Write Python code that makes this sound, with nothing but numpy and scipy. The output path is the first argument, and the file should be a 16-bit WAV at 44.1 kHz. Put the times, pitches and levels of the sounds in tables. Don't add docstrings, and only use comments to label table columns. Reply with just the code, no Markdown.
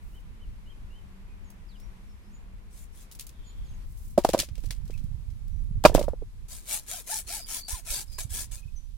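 import sys
import numpy as np
from scipy import signal
from scipy.fft import rfft, irfft, next_fast_len
from scipy.io import wavfile
from scipy.ndimage import uniform_filter1d, map_coordinates

SR = 44100
rng = np.random.default_rng(int(sys.argv[2]) if len(sys.argv) > 2 else 0)


def materialize(psi):
    bounded = np.clip(np.atleast_2d(psi).T, -1, 1)
    quanta = np.round(bounded * 32767).astype(np.int16)
    wavfile.write(sys.argv[1], SR, quanta)


N = 395577


def amp(db):
    return 10 ** (np.asarray(db) / 20)


def unit(x):
    return x / np.sqrt(np.mean(x ** 2) + 1e-20)


def along(points, hz):
    f, v = np.transpose(points)
    return np.interp(np.log(hz + 1), np.log(f + 1), v)


def curves(rows):
    t, *columns = np.transpose(rows)
    return [np.interp(np.arange(N) / SR, t, column) for column in columns]


def stretch(rows):
    t, *columns = np.transpose(rows)
    at = np.arange(round(t[0] * SR), min(round(t[-1] * SR), N))
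    return at, [np.interp(at / SR, t, column) for column in columns]


def span(start, length):
    at = np.arange(round(start * SR), min(round((start + length) * SR), N))
    return at, (at / SR - start) / length


def swells(rows, roundness):
    gain = np.zeros(N)
    for start, length, db in rows:
        at, u = span(start, length)
        gain[at] += amp(db) * np.abs(np.sin(np.pi * u)) ** roundness
    return gain


def wobble(rate, size=N):
    knots = rng.standard_normal(int(size * rate / SR) + 4)
    return map_coordinates(knots, [np.arange(size) * rate / SR])


def filtered(x, response):
    n = x.shape[-1]
    m = next_fast_len(n + 8192)
    return irfft(rfft(x, m) * response(np.fft.rfftfreq(m, 1 / SR)), m)[..., :n]


def rush(db_at, alike, size=N):
    def shape(hz):
        angle = np.arccos(np.clip(along(alike, hz), -1, 1)) / 2
        return amp(db_at(hz)) * np.array([np.cos(angle), np.sin(angle)])

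    mid, side = filtered(rng.standard_normal((2, size)), shape)
    return unit(np.array([mid + side, mid - side]))


def panned(db):
    return amp(np.array([db / 2, -db / 2]))


# t/s, roar level/dB, hiss level/dB
FIELD_LEVELS = [(0, -59.5, -69.5), (3.4, -60.5, -70), (3.85, -58.5, -66), (3.86, -64, -69.5),
                (6.48, -66, -69.5), (6.49, -63.5, -65.5), (8.5, -64.5, -65.5), (8.7, -68, -70),
                (8.97, -70.5, -72)]
# f/Hz, level/dB per Hz
ROAR_SPECTRUM = [(18, -30), (30, -0.5), (56, -6), (91, -14.5), (197, -12.5), (266, -22), (600, -33.5),
                 (750, -34), (980, -31), (1250, -35), (1600, -36.5), (2300, -36.5), (3300, -44),
                 (5000, -53.5), (9000, -100)]
# f/Hz, level/dB per Hz
HISS_SPECTRUM = [(1500, -36.5), (2500, -14), (3700, -11.5), (13000, -17), (15000, -28.5), (16200, -50.5)]
# f/Hz, likeness (1 = same in both)
FAR_LIKENESS = [(60, 0.91), (240, 1), (950, -0.13), (3770, -0.11), (15000, 0.18)]
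# t/s, f/Hz, level/dB
HUM_GLIDE = [(0, 197, -70), (.5, 196.4, -62), (1.5, 194.5, -58.5), (2.6, 194.7, -60.5), (3.2, 189.3, -71),
             (3.85, 194, -80)]
# start t/s, length t/s, level/dB
CRACKLE_SWELLS = [(0, 0.23, -67), (3.86, 0.12, -64), (3.96, .19, -58.5), (5.2, .2, -75.5),
                  (5.55, 0.16, -74.5)]


def field():
    roar_db, hiss_db = curves(FIELD_LEVELS)
    low_cut = lambda hz: -12 * np.log2(1 + (150 / (hz + 1)) ** 2)
    roar = rush(lambda hz: along(ROAR_SPECTRUM, hz) + low_cut(hz), FAR_LIKENESS)
    hiss = rush(lambda hz: along(HISS_SPECTRUM, hz), FAR_LIKENESS)
    out = amp(roar_db + wobble(5.2)) * roar + amp(hiss_db + wobble(2.0)) * hiss

    at, (hum_hz, hum_db) = stretch(HUM_GLIDE)
    turn = 2 * np.pi * np.cumsum(hum_hz + 8 * wobble(25, size=len(at))) / SR
    out[:, at] += amp(hum_db + 2.8 * wobble(14, size=len(at))) * np.sin(turn)

    treble = rush(lambda hz: -5 * np.log2(hz / 10000 + 1e-3) ** 2, FAR_LIKENESS)
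    crackle = unit(amp(2.9 * wobble(120)) * treble)
    return out + swells(CRACKLE_SWELLS, roundness=.4) * crackle


# t/s, level/dB, left-right level/dB
WIND_BUFFETS = [(0, -43, 0.5), (3.1, -44, 2.8), (3.9, -36, 0.5), (4.3, -41, 7), (4.55, -37.5, -13),
                (5.2, -37, -10.5), (5.9, -30.5, -12), (6.3, -36.5, -1.5), (6.6, -48.5, -0.5),
                (7.6, -45.5, -1), (8.0, -42, -9.5), (8.4, -40, -12.5), (8.97, -41.5, -8)]
# f/Hz, level/dB per Hz
RUMBLE_SPECTRUM = [(8.8, -37.5), (15, 0.5), (33, 2.5), (107, -14.5), (247, -34), (384, -57), (458, -56),
                   (500, -67.5), (650, -92), (1100, -120)]
# t/s, peak level/dB, f/Hz
EDDY_POPS = [(4.516, -23, 81), (4.675, -21.5, 79), (4.706, -22.5, 99), (4.787, -24.5, 70),
             (4.851, -28, 107.5), (4.956, -25.5, 92), (5.045, -20.5, 122), (5.117, -23, 89.5),
             (5.148, -20.5, 76.4), (5.289, -21.5, 62), (5.713, -18.5, 109.3), (5.779, -33, 92.4),
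             (7.736, -20, 53), (7.911, -25.5, 45), (8.254, -21.5, 85.6), (8.32, -23, 59.9),
             (8.659, -26.5, 87.5), (8.745, -24, 44)]


def wind():
    db, pan_db = curves(WIND_BUFFETS)
    lumps = amp(1.6 * wobble(3.5) + 2.2 * np.array([wobble(22), wobble(25)]))
    rumble = rush(lambda hz: along(RUMBLE_SPECTRUM, hz), [(30, 0.063), (300, 1.0)])
    out = amp(db) * panned(pan_db) * unit(lumps * rumble)

    half = SR // 20
    t = np.arange(-half, half) / SR
    for (start, pop_db, hz), phase in zip(EDDY_POPS, rng.uniform(-1.94, 1, len(EDDY_POPS))):
        swing = np.exp(-(t * hz * 2.23) ** 2) * np.cos(2 * np.pi * hz * t + phase)
        out[:, round(start * SR) - half:][:, :len(t)] += amp(pop_db) * swing * [[.12], [1]]
    return out


SWELL_DB, FADE_DB = 10, 5.5


def call(start, length, first_hz, turn_hz, last_hz, turn, db):
    at, u = span(start, length)
    knots = [0, np.clip(turn, .05, .95), 1]
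    hz = uniform_filter1d(np.interp(u, knots, [first_hz, turn_hz, last_hz]), size=500)
    gain = amp(db - np.interp(u, knots, [SWELL_DB, 0, FADE_DB]))
    return at, hz, gain * signal.windows.tukey(len(at), .2)


# start t/s, length t/s, first f/Hz, turn f/Hz, last f/Hz,
# turn as a share of the length, turn level/dB, random knots a second that set the width of the band/Hz
HOARSE_CALLS = [(3.3, 0.45, 3570, 3350, 3400, 0.35, -62.5, 705),
                (3.44, 0.11, 4550, 4260, 4170, 0.47, -63, 694),
                (7.37, .11, 5000, 4890, 4800, 0.44, -43, 242), (7.56, 0.15, 4600, 4530, 4660, .4, -43, 252),
                (7.901, .12, 4936, 4710, 4600, 0.5, -39, 246),
                (8.07, 0.15, 5100, 4900, 4870, 0.52, -48, 251)]


def hoarse_calls():
    out = np.zeros((2, N))
    for *row, width_hz in HOARSE_CALLS:
        at, hz, gain = call(*row)
        fuzz = np.array([wobble(width_hz, size=len(at)) for _ in range(2)])
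        out[:, at] += gain * fuzz * np.sin(2 * np.pi * np.cumsum(hz) / SR)
    return out


# start t/s, length t/s, first f/Hz, turn f/Hz, last f/Hz,
# turn as a share of the length, turn level/dB
BIRD_CALLS = [(0.128, 0.064, 2800, 3160, 2870, .65, -59), (0.389, 0.065, 2800, 3080, 2830, 0.57, -61),
              (.655, 0.077, 2800, 3240, 2900, .7, -58.5), (0.896, 0.11, 2700, 3170, 2860, 0.77, -58.5),
              (1.269, .09, 2550, 2500, 2420, 0.37, -67), (1.44, 0.084, 7100, 6470, 6520, 0.49, -64),
              (1.669, 0.11, 5700, 4060, 2560, .4, -62), (1.756, .11, 4720, 5840, 5240, 0.82, -63.5),
              (2.072, 0.066, 5100, 5470, 5200, 0.35, -71), (2.2, 0.14, 4800, 5300, 6940, .62, -73),
              (2.326, 0.062, 7440, 6800, 7060, 0.47, -60.5), (3.441, 0.078, 7550, 6730, 7300, 0.46, -59),
              (3.642, 0.12, 7060, 6380, 6520, 0.44, -65), (3.63, .14, 5770, 4330, 1980, .3, -66.5),
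              (4.922, 0.039, 1970, 2700, 2260, 0.5, -53.5), (5.495, 0.13, 6000, 5880, 6000, 0.34, -72),
              (8.577, 0.02, 2490, 2520, 2500, .48, -57.5), (8.625, 0.016, 2500, 2530, 2520, .48, -56.5),
              (8.677, 0.017, 2570, 2530, 2530, 0.43, -57.5), (8.757, 0.035, 6200, 6090, 6050, 0.18, -52)]


def birds():
    whistles = np.zeros(N)
    for row in BIRD_CALLS:
        at, hz, gain = call(*row)
        turn = 2 * np.pi * np.cumsum(hz * (1 + 0.008 * wobble(150, size=len(at)))) / SR
        whistles[at] += gain * amp(2.9 * wobble(118, size=len(at))) * np.sin(turn)

    t = np.arange(SR // 4) / SR
    echo = rng.standard_normal((2, len(t))) * amp(-60 * t / 0.32)
    echo /= np.linalg.norm(echo[0])
    blur = signal.fftconvolve(whistles[None], echo, axes=1)[:, :N]
    return whistles * panned(0.54)[:, None] + 0.46 * blur


# start t/s, length t/s, level/dB
ROLL_SWELLS = [(4.545, .25, -56.5), (4.835, .24, -61.5)]
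# f/Hz, level/dB per Hz
BONE_SPECTRUM = [(300, -15.5), (1000, -21.5), (1600, -12), (2500, -3), (5000, 1.5), (10000, 0.5),
                 (16000, -4)]
# f/Hz, likeness (1 = same in both)
NEAR_LIKENESS = [(300, 1), (700, .9), (1400, .55), (3100, 0.37), (6800, 0.0054)]


def roll():
    grains = amp(5 * wobble(300) + 5.1 * wobble(40))
    scrape = rush(lambda hz: along(BONE_SPECTRUM, hz), NEAR_LIKENESS)
    return swells(ROLL_SWELLS, roundness=.6) * unit(grains * scrape)


# t/s, level/dB, brightness/dB per octave
HARD_CONTACTS = [(1.5017, -45, 4.5), (1.7994, -49.5, 2), (3.1133, -39, 1.5), (3.122, -38.5, 3),
                 (3.1498, -40, 3), (3.1898, -42, 2), (3.1952, -28.5, -0.6), (3.2085, -32.5, 3.2),
                 (3.267, -36, 3.5), (3.2918, -41.5, 0), (4.178, -27.5, -2.5), (4.188, -31, -2.5),
                 (4.238, -35.5, -4), (4.2473, -21.5, -2.5), (4.2888, -22.5, -2.5), (4.3, -29, -2),
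                 (4.333, -21.5, -3), (4.345, -29.5, -5), (4.3775, -31, -2.5), (4.3895, -15, -4),
                 (4.3994, -15.5, -2.5), (4.4077, -28, -3), (4.4348, -34, -2), (4.4874, -37.5, -7),
                 (4.554, -44, -4), (4.579, -44.5, -4.5), (4.6372, -30, -8.5), (4.707, -27.5, -3),
                 (4.854, -50, 0), (4.8782, -47.5, -1), (4.9053, -44.5, -4.5), (4.9763, -45.5, -5),
                 (5.04, -54, 3), (5.3033, -53.5, -2), (5.4802, -51, 4), (5.8388, -21.5, -3.6),
                 (5.8522, -13.5, -17.5), (5.854, -10, -4.5), (5.9425, -28, -0.7), (5.9475, -17.5, -0.2),
                 (5.9573, -13, -8), (5.993, -26, -1.5), (6.0122, -32, -7.5), (6.0273, -32.5, -3.5),
                 (6.0387, -43, 4.5), (6.084, -43.5, -0.5), (8.1829, -34, -10)]
CRACK_T60, RATTLE_T60 = .016, 0.12


def clacks():
    out, t = np.zeros((2, N + SR)), np.arange(SR // 4) / SR
    for start, db, tilt in HARD_CONTACTS:
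        spectrum = lambda hz: along(BONE_SPECTRUM, hz) + tilt * np.log2((hz + 50) / 5000)
        noise = rush(spectrum, NEAR_LIKENESS, size=len(t))
        crack = amp(-60 * t / CRACK_T60) * (1 - np.exp(-t / .0007))
        lumps_db = 2.5 * wobble(300, size=len(t))
        rattle = 0.27 * amp(-60 * t / RATTLE_T60 + lumps_db) * (1 - np.exp(-t / 0.0034))
        out[:, round(start * SR):][:, :len(t)] += amp(db) * (crack + rattle) * noise * panned(1.2)[:, None]
    return out[:, :N]


# t/s, level/dB, main mode f/Hz, hardness/dB per octave, damping (1 = free ring)
LANDINGS = [ (4.177, -5.5, 598, -24, 0.74), (4.1816, -6.5, 600, -15.5, 1.8), (4.246, -16.5, 538, -12, 1.15),
            (4.2494, -3, 707, -13, 2.6), (4.29, -13.5, 526, -13, 1.34), (4.338, -9.5, 620, -7, 2.5),
            (4.344, -24, 603, 6, 1.2), (4.347, -4.5, 568, -11, 2.54), (4.369, -28.5, 583, -19, 0.39),
            (4.429, -35.5, 604, -8, 1), (4.581, -41.5, 480, -12, 1.9), (4.643, -38, 436, -21, 4.1),
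            (4.707, -27.5, 484, 19, 3.1), (4.899, -30.5, 418, -8, 2.2), (5.84, -16, 800, 0.5, 1.8),
            (5.8508, 6.5, 606.5, 4.5, 1.9), (5.8574, 3.5, 618, 5, 1.48), (5.897, -16, 584, -12.5, 2),
            (5.918, -26, 536, -6.5, 2.8), (5.926, -30.5, 440, 3.5, 0.53), (5.95, 0, 537, -15.5, 2.5),
            (5.979, -13.5, 620, -3, 1.9), (5.99, -17.5, 610, -20, 0.62), (6.012, -16, 534, -4, 1.7),
            (6.034, -30, 590, -2, 0.53), (6.082, -15.5, 562, -20, 1.76), (6.134, -25.5, 500, -20.5, 1.5),
            (6.221, -31.5, 448, -23, 1), (8.184, -29, 1044, 9, 1.1), ]
# f/Hz, level/dB, 60 dB decay t/s
BOWL_MODES = [(229, -4.5, 0.022), (363, -6, 0.03), (589, 5.5, 0.02), (957, -13.5, 0.044),
              (1159, -17, 0.036), (1324, -13, 0.025), (1580, -19, 0.02), (2170, -24.5, 0.0099),
              (2404, -20, 0.027), (2636, -24, 0.017), (3710, -30, .015), (4630, -30, 0.019)]
MAIN_HZ = 608
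PUSH_DB, PUSH_S = -15, 0.0027


def thumps():
    out, t = np.zeros((2, N + SR)), np.arange(SR // 5) / SR
    hz, level, t60 = np.transpose(BOWL_MODES)[:, :, None]
    octaves_up = np.maximum(np.log2(hz / MAIN_HZ), 0)
    push = -amp(PUSH_DB) * np.e * t / PUSH_S * np.exp(-t / PUSH_S)
    for start, db, main_hz, hard, damping in LANDINGS:
        level_luck, phase_luck = rng.normal(0, 1, (2, len(BOWL_MODES), 1))
        size = amp(level + 1.5 * level_luck + hard * octaves_up - 60 * t * damping / t60)
        turn = 2 * np.pi * hz * main_hz / MAIN_HZ * t
        lead = .15 + 0.36 * phase_luck * hz / 1100
        ring = np.array([(-size * np.sin(turn + side * lead)).sum(0) for side in (1, -1)])
        ring *= 1 - np.exp(-t * damping / 0.0049)
        ring = ring / np.abs(ring).max() * panned(-3.1)[:, None]
        noise = rush(lambda f: -6 * np.log2(f / 600 + .001) ** 2, NEAR_LIKENESS, size=len(t))
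        tail = 0.035 * amp(-60 * t / 0.1) * noise
        out[:, round(start * SR):][:, :len(t)] += amp(db) * (ring + tail + push)
    return filtered(out[:, :N], lambda f: (1j * f / (120 + 1j * f)) ** 2)


# start t/s, length t/s, full-speed rasp level/dB, lean from start to end/dB,
# top tooth rate f/Hz, buzz level/dB, share of the stroke that is silent before its sound sets in
SAW_STROKES = [(2.69, .19, -53, 6, 599.7, -75, .02), (2.911, .17, -52, -1.5, 600, -79, .02),
               (6.437, .19, -42, 5, 600, -69, .23), (6.646, .175, -30.5, 4.5, 862.7, -52.5, 0.02016),
               (6.856, .19, -33, -7, 740, -50.5, .02), (7.054, .185, -28.5, -2, 903.8, -48, .02),
               (7.253, .2, -32.5, -13.5, 888.7, -50, .06), (7.452, .18, -30.5, 2.5, 1016, -56.5, 0.016),
               (7.644, .185, -32, -11, 1018, -49, .19), (7.834, .22, -29.5, 3.5, 1002, -56.5, 0.055),
               (8.1, 0.072, -53, 4, 596, -75, .02), (8.148, .13, -35, -17.5, 700, -64, .25),
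               (8.282, .195, -32.5, -1, 991, -59.5, 0.035), (8.48, .15, -42.5, -17.5, 604, -67, 0.21)]
ONSET_S = .006
BUZZ_LEAN_DB = -10
RASP_LAW, BUZZ_LAW, RATE_LAW = 1.42, 1.5, .85
DRAG_START_S, DRAG_LENGTH_S, DRAG_DB, DRAG_LEAN_DB = 6.484, 2, -58, -6


def stroke_controls():
    level, buzz, rate = np.zeros(N), np.zeros(N), np.zeros(N)
    for start, length, db, lean_db, top_hz, buzz_db, silent in SAW_STROKES:
        at, u = span(start, length)
        speed = np.abs(np.sin(np.pi * u))
        onset = np.clip((u - silent) * length / ONSET_S, 0, 1)
        level[at] += onset * amp(db + lean_db * (u - .5)) * speed ** RASP_LAW
        buzz[at] = onset * amp(buzz_db + BUZZ_LEAN_DB * (u - .5)) * speed ** BUZZ_LAW
        rate[at] = top_hz * speed ** RATE_LAW
    at, u = span(DRAG_START_S, DRAG_LENGTH_S)
    level[at] = np.hypot(level[at], amp(DRAG_DB + DRAG_LEAN_DB * (u - .5)))
    return level, buzz, rate


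def patchy(x, depth_db):
    z = signal.stft(x, nperseg=1024, noverlap=768)[2]
    patches = uniform_filter1d(rng.standard_normal(z.shape[1:]), size=3, axis=0)
    patches = uniform_filter1d(patches, size=10, axis=1)
    return signal.istft(z * amp(depth_db * unit(patches)), nperseg=1024, noverlap=768)[1][:, :N]


# f/Hz, width f/Hz, level/dB
BLADE_MODES = [(694, 70, -2), (855, 45, -6.5), (1016, 60, -2), (1330, 150, 0.4), (1685, 110, 1.2),
               (2270, 175, -2)]
# f/Hz, level/dB per Hz
RASP_SPECTRUM = [(250, -17), (450, -19), (900, -15.5), (1160, -21.5), (1650, -16), (2840, -10.5),
                 (3690, -4.5), (5110, -4), (6640, -0.5), (10700, 0), (13000, -6.5), (16000, -9)]
# f/Hz, left-right level/dB
GRIT_SIDE = [(300, 0.5), (4400, -0.5), (8000, 5.5), (15000, 1)]


def blade(f):
    return sum(amp(db) * 1j * f * w / (c * c - f * f + 1j * f * w) for c, w, db in BLADE_MODES) + 0.54


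def saw():
    level, buzz, rate = stroke_controls()
    turn = 2 * np.pi * np.cumsum(rate * (1 + .03 * wobble(90))) / SR
    waver = amp(4 * wobble(90))
    teeth = buzz * waver * (np.sin(turn) + .28 * np.sin(2 * turn) + .1 * np.sin(3 * turn))

    bursts = (1 + .4 * np.cos(turn)) * amp(1.1 * wobble(40) + 2.4 * wobble(700))
    noise = rush(lambda hz: along(RASP_SPECTRUM, hz) + 20 * np.log10(abs(blade(hz))), NEAR_LIKENESS)
    grit = unit(bursts * patchy(noise, depth_db=4.5))
    return filtered(teeth, blade) + filtered(level * grit, lambda hz: panned(along(GRIT_SIDE, hz)))


def scene():
    return field() + wind() + hoarse_calls() + birds() + roll() + clacks() + thumps() + saw()


def record(dry):
    clipped = dry / (1 + np.abs(dry) ** 12) ** (1 / 12)
    return filtered(clipped, lambda hz: hz < 16000)


dry = scene()
out = record(dry)
materialize(out)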